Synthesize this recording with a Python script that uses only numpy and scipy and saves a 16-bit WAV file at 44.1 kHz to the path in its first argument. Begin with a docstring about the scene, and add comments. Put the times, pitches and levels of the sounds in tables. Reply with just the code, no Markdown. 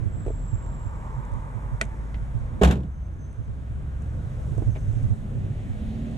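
"""A van door is unlatched and slammed a step from a small two-port camera beside a road.
Each blow and rebound rings damped panel modes and shakes a noise rattle; the cab air booms at a rising pitch.
The latch clicks with short modes and noise; hands knock the housing and wind puffs on its right port.
Far off, engines are wavering sine orders, brakes and tyre tread are narrow wavering tones,
and the road is coloured noise in half-octave bands."""
import sys
import numpy as np
from scipy import signal
from scipy.fft import rfft, irfft, next_fast_len
from scipy.io import wavfile
from scipy.ndimage import uniform_filter1d

SR = 44100
rng = np.random.default_rng(int(sys.argv[2]) if len(sys.argv) > 2 else 0)


def dump(signal):
    """Clip the signal to [-1, 1] and save it as 16-bit WAV at the path in sys.argv[1]."""
    limited = np.clip(np.atleast_2d(signal).T, -1, 1)
    pcm = np.round(limited * 32767).astype(np.int16)
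    wavfile.write(sys.argv[1], SR, pcm)


N = 272229


def undb(db):
    """Decibels to amplitude."""
    return 10 ** (np.asarray(db) / 20)


def unit(x):
    """Scale to an RMS of 1."""
    return x / np.sqrt(np.mean(x ** 2))


def decay(t60, t):
    """Exponential fade that loses 60 dB in t60 seconds."""
    return 10 ** (-3 * t / t60)


def ring(hz, t60, t):
    """One struck mode: a decaying sine."""
    return np.sin(2 * np.pi * hz * t) * decay(t60, t)


def add(out, s, x):
    """Mix x into out from time s, cut at the end."""
    i = int(s * SR)
    out[..., i:i + x.shape[-1]] += x[..., :out.shape[-1] - i]


def curves(table):
    """Table columns joined in time, then a gate that fades 23 ms beyond the table's ends."""
    s, *columns = np.transpose(table)
    t = np.arange(N) / SR
    inside = np.clip(np.minimum(t - s[0], s[-1] - t) / 0.023 + 1, 0, 1)
    return [np.interp(t, s, c) for c in columns] + [inside]


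def over_hz(table, hz):
    """Table columns joined on a log-frequency axis."""
    f, *columns = np.transpose(table)
    return [np.interp(np.log(hz + 1), np.log(f), c) for c in columns]


def shape(x, gain):
    """Filter by a function of frequency; the ends are mirrored so that they do not click."""
    pad = 2048
    size = next_fast_len(N + 2 * pad)
    x = np.pad(x, [(0, 0)] * (x.ndim - 1) + [(pad, pad)], mode="reflect", reflect_type="odd")
    hz = np.arange(size // 2 + 1) * SR / size
    return irfft(rfft(x, size) * gain(hz), size)[..., pad:N + pad]


def band_noise(order, edges_hz):
    """Band-passed noise at unit RMS."""
    sos = signal.butter(order, edges_hz, "band", fs=SR, output="sos")
    return unit(signal.sosfilt(sos, rng.standard_normal(N)))


def walk(rate):
    """Random levels held 1 / rate s and slewed twice; spread near 1."""
    k = int(SR / rate)
    held = np.repeat(rng.standard_normal(N // k + 1), k)
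    return 1.277 * uniform_filter1d(uniform_filter1d(held, k), k)[:N]


def swell(s, rise_s, fall_s):
    """A bell in time, 1 at its top."""
    t = np.arange(N) / SR - s
    return np.exp(-.5 * (t / np.where(t < 0, rise_s, fall_s)) ** 2)


def whistle(hz, width_hz):
    """A carrier under a slow random envelope that widens the line."""
    turn = np.exp(2j * np.pi * np.cumsum(hz) / SR)
    return unit(walk(width_hz) * turn.real + walk(width_hz) * turn.imag)


# The housing shades the ports: (frequency [Hz], left minus right [dB], left leads by [rad])
PORT_SHADING = [(60, 0, 0), (200, -2, -.3), (400, -5, -.2), (700, -5, .6), (1200, -1, 2.1), (2200, 2, 1.8),
                (3300, 0, .5), (4500, -1, .2), (8000, -1.5, 0), (15000, 0, 0)]


def ports(x):
    """One sound as the two ports hear it: half the shading and half the phase to each side."""
    def gain(hz):
        db, lead = over_hz(PORT_SHADING, hz)
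        half = undb(db / 2) * np.exp(.5j * lead)
        return np.array([half, 1 / half])
    return shape(x, gain)


def shade(own):
    """Sound that reaches each port alone is shaded too, in level only."""
    return shape(own, lambda hz: undb(over_hz(PORT_SHADING, hz)[0] * np.array([[.5], [-.5]])))


def spread_gain(colour, alike, hz):
    """Spectra of one common noise and two port-only noises, sharing the power."""
    share = np.clip(over_hz(alike, hz)[0], 0, 1)
    return undb(over_hz(colour, hz)[0]) * np.sqrt([share, 1 - share, 1 - share])


def scattered(colour, alike):
    """Coloured noise from a wide surface: a share reaches both ports alike, the rest each port alone."""
    noise = rng.standard_normal((3, N))
    common, *own = shape(noise, lambda hz: spread_gain(colour, alike, hz))
    return unit(ports(common) + shade(np.array(own)))


PASS_S, PASS_RISE_S = 1.09, 0.38  # a car passes, heard in the road noise and the tread hum
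ROAD_PASS_FALL_S = 0.9
GUST_S, GUST_RISE_S, GUST_FALL_S = 4.81, 0.43, 0.33
NEAR_S, NEAR_RISE_S = 6.26, 0.66  # the speeding car nears
BASS_FLICKER_DB, TREBLE_FLICKER_DB = 2, .8
# Borders between the road's level bands: frequencies [Hz]
ROAD_BAND_EDGES = (150, 400, 800, 1700, 2300, 4500)
# Road noise per band, bass first:
# (level [dB], rise as a car passes [dB], rise in the gust [dB], rise as the speeding car nears [dB])
ROAD_BAND_LEVELS = [(-32.5, -3, 5.5, 1.5), (-45.5, -0.5, 4.5, 5.5), (-54.5, 1.5, 3.5, 6),
                    (-56.5, 2.5, 2, -2.5), (-64.5, 4.5, 2.5, 4.5), (-68.5, -1, 3, 8.5), (-70.5, 1.5, 6, 4)]
# Rumble and tyre roar from the road, before band levelling: (frequency [Hz], density [dB per Hz])
ROAD_SPECTRUM = [(15, -37.5), (25, -4), (59, -3), (128, -7.5), (220, -16.5), (363, -27.5), (620, -28.5),
                 (900, -37), (1600, -37), (2500, -42), (3700, -45.5), (4700, -53.5), (6300, -48.5),
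                 (8500, -50), (12500, -63.5), (15000, -70)]
# Likeness of the road at the two ports: (frequency [Hz], common share of power [0-1])
ROAD_COMMON = [(30, 0.75), (130, 0.87), (300, 0.95), (700, 0.3), (1400, 0.63), (3000, 0.67), (5000, 0.14),
               (7000, 0.91), (15000, 1)]


def road():
    """Rumble and roar: half-octave noise bands flicker alone and swell together in seven level bands."""
    car_passes = swell(PASS_S, PASS_RISE_S, ROAD_PASS_FALL_S)
    gust = swell(GUST_S, GUST_RISE_S, GUST_FALL_S)
    car_nears = swell(NEAR_S, NEAR_RISE_S, 1)
    levels = np.array(ROAD_BAND_LEVELS) @ np.array([np.ones(N), car_passes, gust, car_nears])

    size = next_fast_len(N)
    hz = np.arange(size // 2 + 1) * SR / size
    spectrum = rfft(rng.standard_normal((3, size))) * spread_gain(ROAD_SPECTRUM, ROAD_COMMON, hz)
    layers = np.zeros((len(levels), 3, N))
    for centre in 22 * 2 ** np.arange(0, 10, .5):
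        octaves = np.log2((hz + 1) / centre)
        window = np.cos(np.pi / 2 * np.clip(2 * octaves, -1, 1)) ** 2
        band = irfft(spectrum * window, size)[:, :N]
        flicker_db = TREBLE_FLICKER_DB if centre > 600 else BASS_FLICKER_DB
        layers[np.searchsorted(ROAD_BAND_EDGES, centre)] += band * undb(flicker_db * walk(11))

    total = 0
    for db, layer in zip(levels, layers):
        # one port hears the common noise and one port-only noise
        port_rms = np.sqrt(np.mean(np.sum(layer[:2] ** 2, axis=0)))
        total = total + undb(db) * layer / port_rms
    return ports(total[0]) + shade(total[1:])


def tone(hz, db, wobble=0.00604, waver_db=1.0):
    """An engine line: a sine whose pitch and level waver a little."""
    level = np.sqrt(2) * undb(db + waver_db * walk(5.5))
    return level * np.sin(2 * np.pi * np.cumsum(hz * (1 + wobble * walk(5))) / SR)


# Second far engine: (time [s], line frequency [Hz], level [dB])
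FAR_ENGINE = [(0, 126.8, -62), (2.5, 140.7, -44.5), (4.2, 148.3, -44), (6.17, 139.6, -45.5)]


def far_engine():
    """The firing line of an engine far down the road, followed in pitch and level."""
    hz, db, _ = curves(FAR_ENGINE)
    return tone(hz, db)


LORRY_HZ, LORRY_HZ_PER_S = 39.1, 6.9  # firing line at the start, and its climb
# Lorry's firing line: (time [s], level [dB])
LORRY_LINE = [(0, -71), (.25, -34), (1.6, -37.5), (2, -30), (2.6, -37.5), (3.1, -34.5), (3.6, -33.5),
              (4.4, -35.5), (4.7, -45), (4.9, -65)]


def lorry():
    """A lorry's firing line climbs steadily as it pulls away."""
    db, inside = curves(LORRY_LINE)
    return inside * tone(LORRY_HZ + LORRY_HZ_PER_S * np.arange(N) / SR, db)


# Distant car speeding up: (time [s], shaft rate [Hz])
CAR_SHAFT_RATE = [(2.9, 17), (3.7, 19.8), (4.1, 22.6), (4.7, 27.5), (5, 29), (5.1, 30.1), (5.25, 31.7),
                  (5.4, 33.4), (5.55, 34.1), (5.65, 35.1), (5.78, 36.1), (5.9, 36.9), (6.05, 37.8),
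                  (6.2, 38.3)]
# Its level: (time [s], level [dB], extra for orders above the fifth [dB])
CAR_LEVEL = [(2.9, -34, -35), (3.7, -47, -32.5), (4.1, -38.5, -30), (4.7, -45, -19), (5.0, -36.5, -12),
             (5.22, -39, -4), (5.45, -30.5, -6.5), (5.65, -45, -0.5), (5.9, -42, 0.5), (6.08, -40, 1),
             (6.2, -38.5, -3.5)]
# Its engine orders: (multiple of shaft rate, relative level [dB])
CAR_ORDER_LEVELS = [(2, -15), (3, -6.5), (4, -2.5), (5, -8.5), (6, -0.5), (7, -2), (10, -9), (11, -6),
                    (12, -15.5)]
# Its exhaust resonances: (frequency [Hz], gain [dB])
EXHAUST_GAIN = [(30, -20), (55, -10), (75, -15), (90, 7.5), (118, 6), (150, -4.5), (195, -7.5), (212, -0.5),
                (228, 4.5), (239, -17.5), (249, 4.5), (266, -5.5), (280, -12), (300, -14), (345, -14),
                (362, -8.5), (376, -4), (392, -13.5), (415, -34), (455, -9), (520, -14)]


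def car():
    """The car's orders swell as they climb through its exhaust resonances."""
    shaft_hz, _ = curves(CAR_SHAFT_RATE)
    db, upper_db, inside = curves(CAR_LEVEL)
    out = np.zeros(N)
    for order, order_db in CAR_ORDER_LEVELS:
        hz = order * shaft_hz
        level = db + order_db + over_hz(EXHAUST_GAIN, hz)[0] + upper_db * (order > 5)
        out += inside * tone(hz, level, wobble=0.00504, waver_db=2.5)
    return out


TREAD_WANDER, TREAD_WAVER_DB = .01, 2.5  # fraction of pitch; level
TREAD_SWELL_DB, TREAD_FALL_S = 6.5, 0.82
# Tread hum of the passing car: (frequency [Hz], level before the swell [dB], envelope rate [Hz])
TREAD_HUM = [(905, -50, 100), (1190, -53, 130), (1000, -46, 600)]


def tread():
    """Tyre tread hums in wandering lines that swell with the passing car."""
    near = swell(PASS_S, PASS_RISE_S, TREAD_FALL_S)
    out = np.zeros(N)
    for hz, db, width_hz in TREAD_HUM:
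        level = undb(db + TREAD_SWELL_DB * (near - 1.5) + TREAD_WAVER_DB * walk(6.83)) * np.sqrt(near)
        out += level * whistle(hz * (1 + TREAD_WANDER * walk(9)), width_hz)
    return out


SQUEAL_EDGE_S, SQUEAL_WAVER_DB = 0.085, 3
# Faint brake squeals: (time [s], swell [s], length [s], frequency [Hz], sag [Hz per s],
# level [dB], fade [dB per s], envelope rate [Hz])
BRAKE_SQUEALS = [(0.05, 0.16, 0.9, 7670, 140, -57.5, 11.5, 330), (0.852, 0.13, 0.51, 7570, 93, -72, 4, 396),
                 (2.835, 0.26, 0.77, 6250, 3.3, -56.5, 31.5, 90.5),
                 (4.658, 0.092, 0.39, 6220, 170, -63, 12, 90)]


def squeals():
    """Brake squeals sag in pitch and fade as the wheel slows."""
    out = np.zeros(N)
    for s, rise, length, hz, sag, db, fade_db, width_hz in BRAKE_SQUEALS:
        t = np.arange(N) / SR - s
        on = np.clip(np.minimum(t / rise, (length - t) / SQUEAL_EDGE_S), 0, 1)
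        level = undb(db - fade_db * t + SQUEAL_WAVER_DB * walk(11))
        out += on * level * whistle(hz - sag * t, width_hz)
    return out


def buffeting():
    """Steady wind buffets each port alone as low, unevenly swelling noise."""
    noise = unit(shape(rng.standard_normal((2, N)), lambda hz: hz / (1 + (hz / 130) ** 3.35)))
    left_db, right_db = -48, -43
    return undb([left_db + 4.6 * walk(10.0), right_db + 4.6 * walk(13)]) * noise


PUFF_HZ, PUFF_SPREAD = 111.1, 0.097  # mean pitch; spread as a fraction
PUFF_RISE_S, PUFF_FALL_S = 0.00891, 0.01755
PUFF_RUSH_DB = -19  # rush under the thud
SMALL_PUFFS, SMALL_PUFF_DB, SMALL_PUFF_SPREAD_DB = 18, -23.5, 4.5
# Strong wind puffs on the right port: (time [s], level [dB])
STRONG_PUFFS = [(0.031, -18.5), (0.064, -14.5), (0.863, -20.5), (1.33, -17.5), (1.658, -26), (1.731, -17.5),
                (2.356, -15.5), (3.395, -15.5), (4.521, -19), (4.586, -14.5), (4.684, -8), (4.892, -13),
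                (4.971, -15), (5.045, -10.5), (5.113, -8)]


def puffs():
    """Wind thuds on the right port in short low waves; the left takes a weak inverted share."""
    out = np.zeros((2, N))
    t = np.arange(-int(.03 * SR), int(.2 * SR)) / SR
    rush = unit(shape(rng.standard_normal(N), lambda hz: hz ** 2 / (1 + (hz / 200) ** 5.3)))
    small = []
    for _ in range(SMALL_PUFFS):
        s = .03 + (N / SR - .03) * rng.random()
        small.append((s, SMALL_PUFF_DB + SMALL_PUFF_SPREAD_DB * rng.standard_normal()))
    envelope = np.exp(-.5 * (t / np.where(t < 0, PUFF_RISE_S, PUFF_FALL_S)) ** 2)
    for s, db in STRONG_PUFFS + small:
        hz = PUFF_HZ * (1 + PUFF_SPREAD * rng.standard_normal())
        wave = np.cos(2 * np.pi * hz * t + 2 * np.pi * rng.random())
        # eddies tear off the rim and rush above the thud
        wave += undb(PUFF_RUSH_DB) * np.roll(rush, -int(s * SR))[:len(t)]
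        add(out, s + t[0], undb(db) * np.array([[-.15], [1]]) * envelope * wave)
    return out


KNOCK_T60_S = 0.032
SCUFF_BAND_HZ, SCUFF_DB, SCUFF_T60_S = (220, 684), -11.5, 0.044  # rough body of a knock
# Knocks on the camera housing: (time [s], level [dB], frequency [Hz], left minus right [dB])
HOUSING_KNOCKS = [(0.263, -18.5, 405, -6), (.279, -23, 450, -10), (.291, -27, 405, 1),
                  (.302, -22.5, 428, -6), (4.579, -24, 300, -22), (4.62, -20, 327, -13.5),
                  (4.758, -28, 625, -8), (4.77, -29, 403, -5)]


def knocks():
    """Knocks ring two short modes of the housing with a noisy scuff."""
    out, t = np.zeros((2, N)), np.arange(int(.1 * SR)) / SR
    noise = band_noise(3, SCUFF_BAND_HZ)
    onset = np.sin(np.pi / 2 * np.minimum(t / 0.0032, 1)) ** 2
    for s, db, hz, pan_db in HOUSING_KNOCKS:
        modes = ring(hz, KNOCK_T60_S, t) + 0.29 * ring(1.28 * hz, KNOCK_T60_S, t)
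        scuff = undb(SCUFF_DB) * noise[int(s * SR):][:len(t)] * decay(SCUFF_T60_S, t)
        levels = undb(db + np.array([[pan_db], [-pan_db]]) / 2)
        add(out, s, levels * (modes + scuff) * onset)
    return out


LATCH_RING_DB, LATCH_RING_SLOPE = -22, 1.45  # ring of the hardest click; dB of ring lost per dB of softer crack
# Latch and small clicks a step away: (time [s], crack level [dB], treble tick level [dB], t60 [s])
LATCH_CLICKS = [(.264, -50, -57, 0.039), (.282, -48, -62, 0.045), (0.662, -50.5, -59, 0.033),
                (1.251, -64, -53, 0.013), (1.319, -74, -55, 0.011), (1.338, -68, -51, .012),
                (1.8114, -40, -70, .02), (1.813, -21.5, -27.5, 0.017), (1.815, -33, -33, 0.011),
                (1.8175, -31.5, -48, 0.064), (1.829, -50, -57, 0.065), (1.84, -52, -51, 0.014),
                (1.852, -56, -47, 0.016), (2.1433, -40.5, -77, 0.068), (3.329, -53, -52, 0.011),
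                (4.02, -62, -56.5, 0.046), (4.578, -68, -52, 0.038), (4.752, -45.5, -70, 0.067),
                (4.759, -44, -73, 0.07), (4.767, -47, -79, 0.05), (4.927, -75, -52, .02),
                (5.03, -61, -53, 0.018), (5.799, -55, -69, 0.024)]
# Latch modes: (frequency [Hz], relative level [dB], t60 [s])
LATCH_MODES = [(215, -9.5, 0.22), (385, -13.5, .1), (674, -13, 0.088), (980, -26, 0.029),
               (1370, -4.5, 0.043), (1490, 1.5, 0.032), (1920, 9, 0.021), (2100, 0, 0.0079),
               (2300, 3, 0.022), (2980, -18, 0.036), (3170, -9, 0.035), (3540, -4.5, 0.014),
               (4240, -5, 0.013), (5300, -6, 0.012)]
# Crack of a contact: (frequency [Hz], relative density [dB per Hz])
CRACK_SPECTRUM = [(250, -6), (400, 1), (700, 1), (1100, -10), (2200, -1.5), (3700, -12.5), (5000, -30),
                  (7000, -50), (15000, -65)]
# Likeness of the crack at the ports: (frequency [Hz], common share of power [0-1])
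CRACK_COMMON = [(400, 1), (1500, 0.68), (3000, 0.34), (15000, .6)]
# Bright tick of a contact: (frequency [Hz], relative density [dB per Hz])
TICK_SPECTRUM = [(3000, -30), (5200, -19), (6300, -4), (7300, -6), (8500, -4), (10500, -13), (12500, -39),
                 (15000, -27)]
# Likeness of the tick at the ports: (frequency [Hz], common share of power [0-1])
TICK_COMMON = [(3000, 0.32), (15000, 0.22)]


def clicks():
    """Short contacts ring the latch modes, with a crack and a bright tick on top."""
    ringing, crack, tick = np.zeros((3, N))
    t = np.arange(int(.15 * SR)) / SR
    modes = sum(undb(db) * ring(hz, t60, t) for hz, db, t60 in LATCH_MODES)
    modes = modes * np.minimum(t / 0.00015, 1) ** 2
    hardest_db = max(row[1] for row in LATCH_CLICKS)
    for s, crack_db, tick_db, t60 in LATCH_CLICKS:
        ring_db = LATCH_RING_DB + LATCH_RING_SLOPE * (crack_db - hardest_db)
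        fade = decay(t60, t) * np.minimum(t / .0004, 1) ** 2
        add(ringing, s, undb(ring_db) * modes)
        add(crack, s, undb(crack_db) * fade)
        add(tick, s, undb(tick_db) * fade)
    cracks = crack * scattered(CRACK_SPECTRUM, CRACK_COMMON)
    return ports(ringing) + cracks + tick * scattered(TICK_SPECTRUM, TICK_COMMON)


BOOM_S, BOOM_HZ, BOOM_HZ_PER_S, BOOM_DB = 2.622, 60.75, 97.7, -5.5
BOOM_ATTACK_S, BOOM_HOLD_S, BOOM_RELEASE_S = 0.016, 0.055, 0.012
AFTER_RING_DB, AFTER_RING_T60_S = -9.5, 0.98  # relative to the boom


def boom():
    """The cab air's note climbs while the door presses it, then rings on more faintly."""
    t = np.maximum(np.arange(N) / SR - BOOM_S, 0)
    held = BOOM_ATTACK_S + BOOM_HOLD_S
    press = np.clip(np.minimum(t / BOOM_ATTACK_S, 1 - (t - held) / BOOM_RELEASE_S), 0, 1)
    after = (1 - press) * (t > held) * undb(AFTER_RING_DB) * decay(AFTER_RING_T60_S, t - held)
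    hz = BOOM_HZ + BOOM_HZ_PER_S * np.minimum(t, held + BOOM_RELEASE_S)
    return undb(BOOM_DB) * (press + after) * np.sin(2 * np.pi * np.cumsum(hz) / SR)


FIRST_HARD_DB, REBOUND_HARD_DB = 4, -7.5  # tilt of the body modes per octave above 200 Hz
SNAP_DB, SNAP_T60_S = 7, .025  # hard contact at each rebound, over its rattle treble
THUD_BAND_HZ, THUD_DB, THUD_T60_S = (110, 340), -13, 0.2  # dense low modes of the van side; dB re body
RATTLE_SPLIT_HZ = 2000  # the treble of the rattle starts here
# Door on its frame and its rebounds, a step away:
# (time [s], rattle level [dB], rattle t60 [s], body level [dB], rattle treble re rattle [dB])
DOOR_BLOWS = [(2.613, -17, 0.31, -4, -9), (2.633, -12, 0.11, -9, -3.5), (2.646, -23.5, 0.15, -8.5, 4),
              (2.673, -26.5, 0.18, -11, -2), (2.688, -21.5, 0.13, -14, -15), (2.71, -26.5, 0.097, -12, 3.5),
              (2.722, -35, 0.057, -16.5, -1), (2.755, -43, 0.069, -16, 4), (2.773, -53, 0.037, -19, -2),
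              (2.803, -44, 0.03, -23, -2), (2.832, -48, 0.11, -24, 2)]
# Door skin and cab air: (frequency [Hz], relative level before the tilt [dB], t60 [s])
BODY_MODES = [(141.4, -5, 0.22), (190.4, 1.5, 0.16), (411, 5, 0.047), (562, -13, 0.052), (780, -18, 0.06)]
# Rattle of trim and glass: (frequency [Hz], relative density [dB per Hz])
RATTLE_SPECTRUM = [(200, -10), (400, 0.5), (600, -1), (798, -2), (1050, -7), (1660, -7.5), (1930, -14),
                   (2430, -13), (3760, -16), (4550, -27), (7420, -24), (8620, -31.5), (14100, -40.5),
                   (15500, -51)]
# Likeness of the rattle at the ports: (frequency [Hz], common share of power [0-1])
RATTLE_COMMON = [(400, .97), (750, 0.65), (1500, .85), (3000, .65), (5000, .25), (15000, 0.7)]


def door():
    """Each blow shoves the panel modes through the rubber seal and shakes trim and glass into a rattle."""
    panel, thud, rattle = boom(), np.zeros(N), np.zeros((2, N))
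    t = np.arange(int(.5 * SR)) / SR
    seal_onset = 1 - np.exp(-t / 0.011)
    rattle_onset = 1 - np.exp(-t / 0.0014)
    snap = undb(SNAP_DB) * decay(SNAP_T60_S, t) * np.array([[0], [1]])
    # each rebound lands elsewhere and shifts the modes
    shift = 1 + rng.uniform(-0.084, 0.07, (len(DOOR_BLOWS), len(BODY_MODES)))
    shift[0] = 1
    for k, (s, db, t60, body_db, treble_db) in enumerate(DOOR_BLOWS):
        hard_db = REBOUND_HARD_DB if k else FIRST_HARD_DB
        body = np.zeros(len(t))
        for (hz, mode_db, mode_t60), move in zip(BODY_MODES, shift[k]):
            body += undb(mode_db + hard_db * np.log2(hz / 200)) * ring(hz * move, mode_t60, t)
        add(panel, s, undb(body_db) * body * seal_onset)
        add(thud, s, undb(body_db + THUD_DB) * decay(THUD_T60_S, t) * seal_onset)
        shaking = decay(t60, t) + snap * (k > 0)
        add(rattle, s, undb([[db], [db + treble_db]]) * shaking * rattle_onset)
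    panel += thud * band_noise(2, THUD_BAND_HZ)
    # loose parts chatter unevenly
    rattle *= undb(2.0 * walk(150))
    shaken = scattered(RATTLE_SPECTRUM, RATTLE_COMMON)
    low = shape(shaken, lambda hz: 1 / (1 + (hz / RATTLE_SPLIT_HZ) ** 4))
    return ports(panel) + rattle[0] * low + rattle[1] * (shaken - low)


STREET_T60_S, STREET_DB = 0.077, -21


def street(near):
    """The van side and the kerb send back a short scattered tail."""
    t = np.arange(int(.5 * SR)) / SR
    tail = rng.standard_normal((2, len(t))) * decay(STREET_T60_S, t) * (t > .008)
    tail /= np.sqrt(np.sum(tail[0] ** 2))
    return undb(STREET_DB) * signal.fftconvolve(near, tail, axes=1)[:, :N]


def scene():
    """Distant traffic, wind and handling at the camera, and the close door with its street tail."""
    distant = far_engine() + lorry() + car() + tread() + squeals()
    at_camera = buffeting() + puffs() + knocks()
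    near = clicks() + door()
    return road() + ports(distant) + at_camera + near + street(near)


GAIN_TOP_DB, GAIN_SLOPE = -21, 0.39  # threshold; dB of cut per dB above it
GAIN_RELEASE_DB_PER_S, GAIN_WINDOW_S = 4, 0.018
TOP_HZ = 15100


def record(dry):
    """Gain control ducks under loud sound and creeps back at a steady rate; the recorder cuts the top."""
    size = int(GAIN_WINDOW_S * SR)
    # the window looks back in time
    power = uniform_filter1d(np.mean(dry ** 2, axis=0), size, origin=(size - 1) // 2)
    level_db = 10 * np.log10(np.abs(power) + 1e-12)
    cut_db = GAIN_SLOPE * np.maximum(level_db - GAIN_TOP_DB, 0)
    creep = GAIN_RELEASE_DB_PER_S * np.arange(N) / SR
    cut_db = np.maximum.accumulate(cut_db + creep) - creep
    low_pass = signal.ellip(8, .2, 70, TOP_HZ, fs=SR, output="sos")
    return signal.sosfilt(low_pass, dry * undb(-cut_db))


dry = scene()
out = record(dry)
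dump(out)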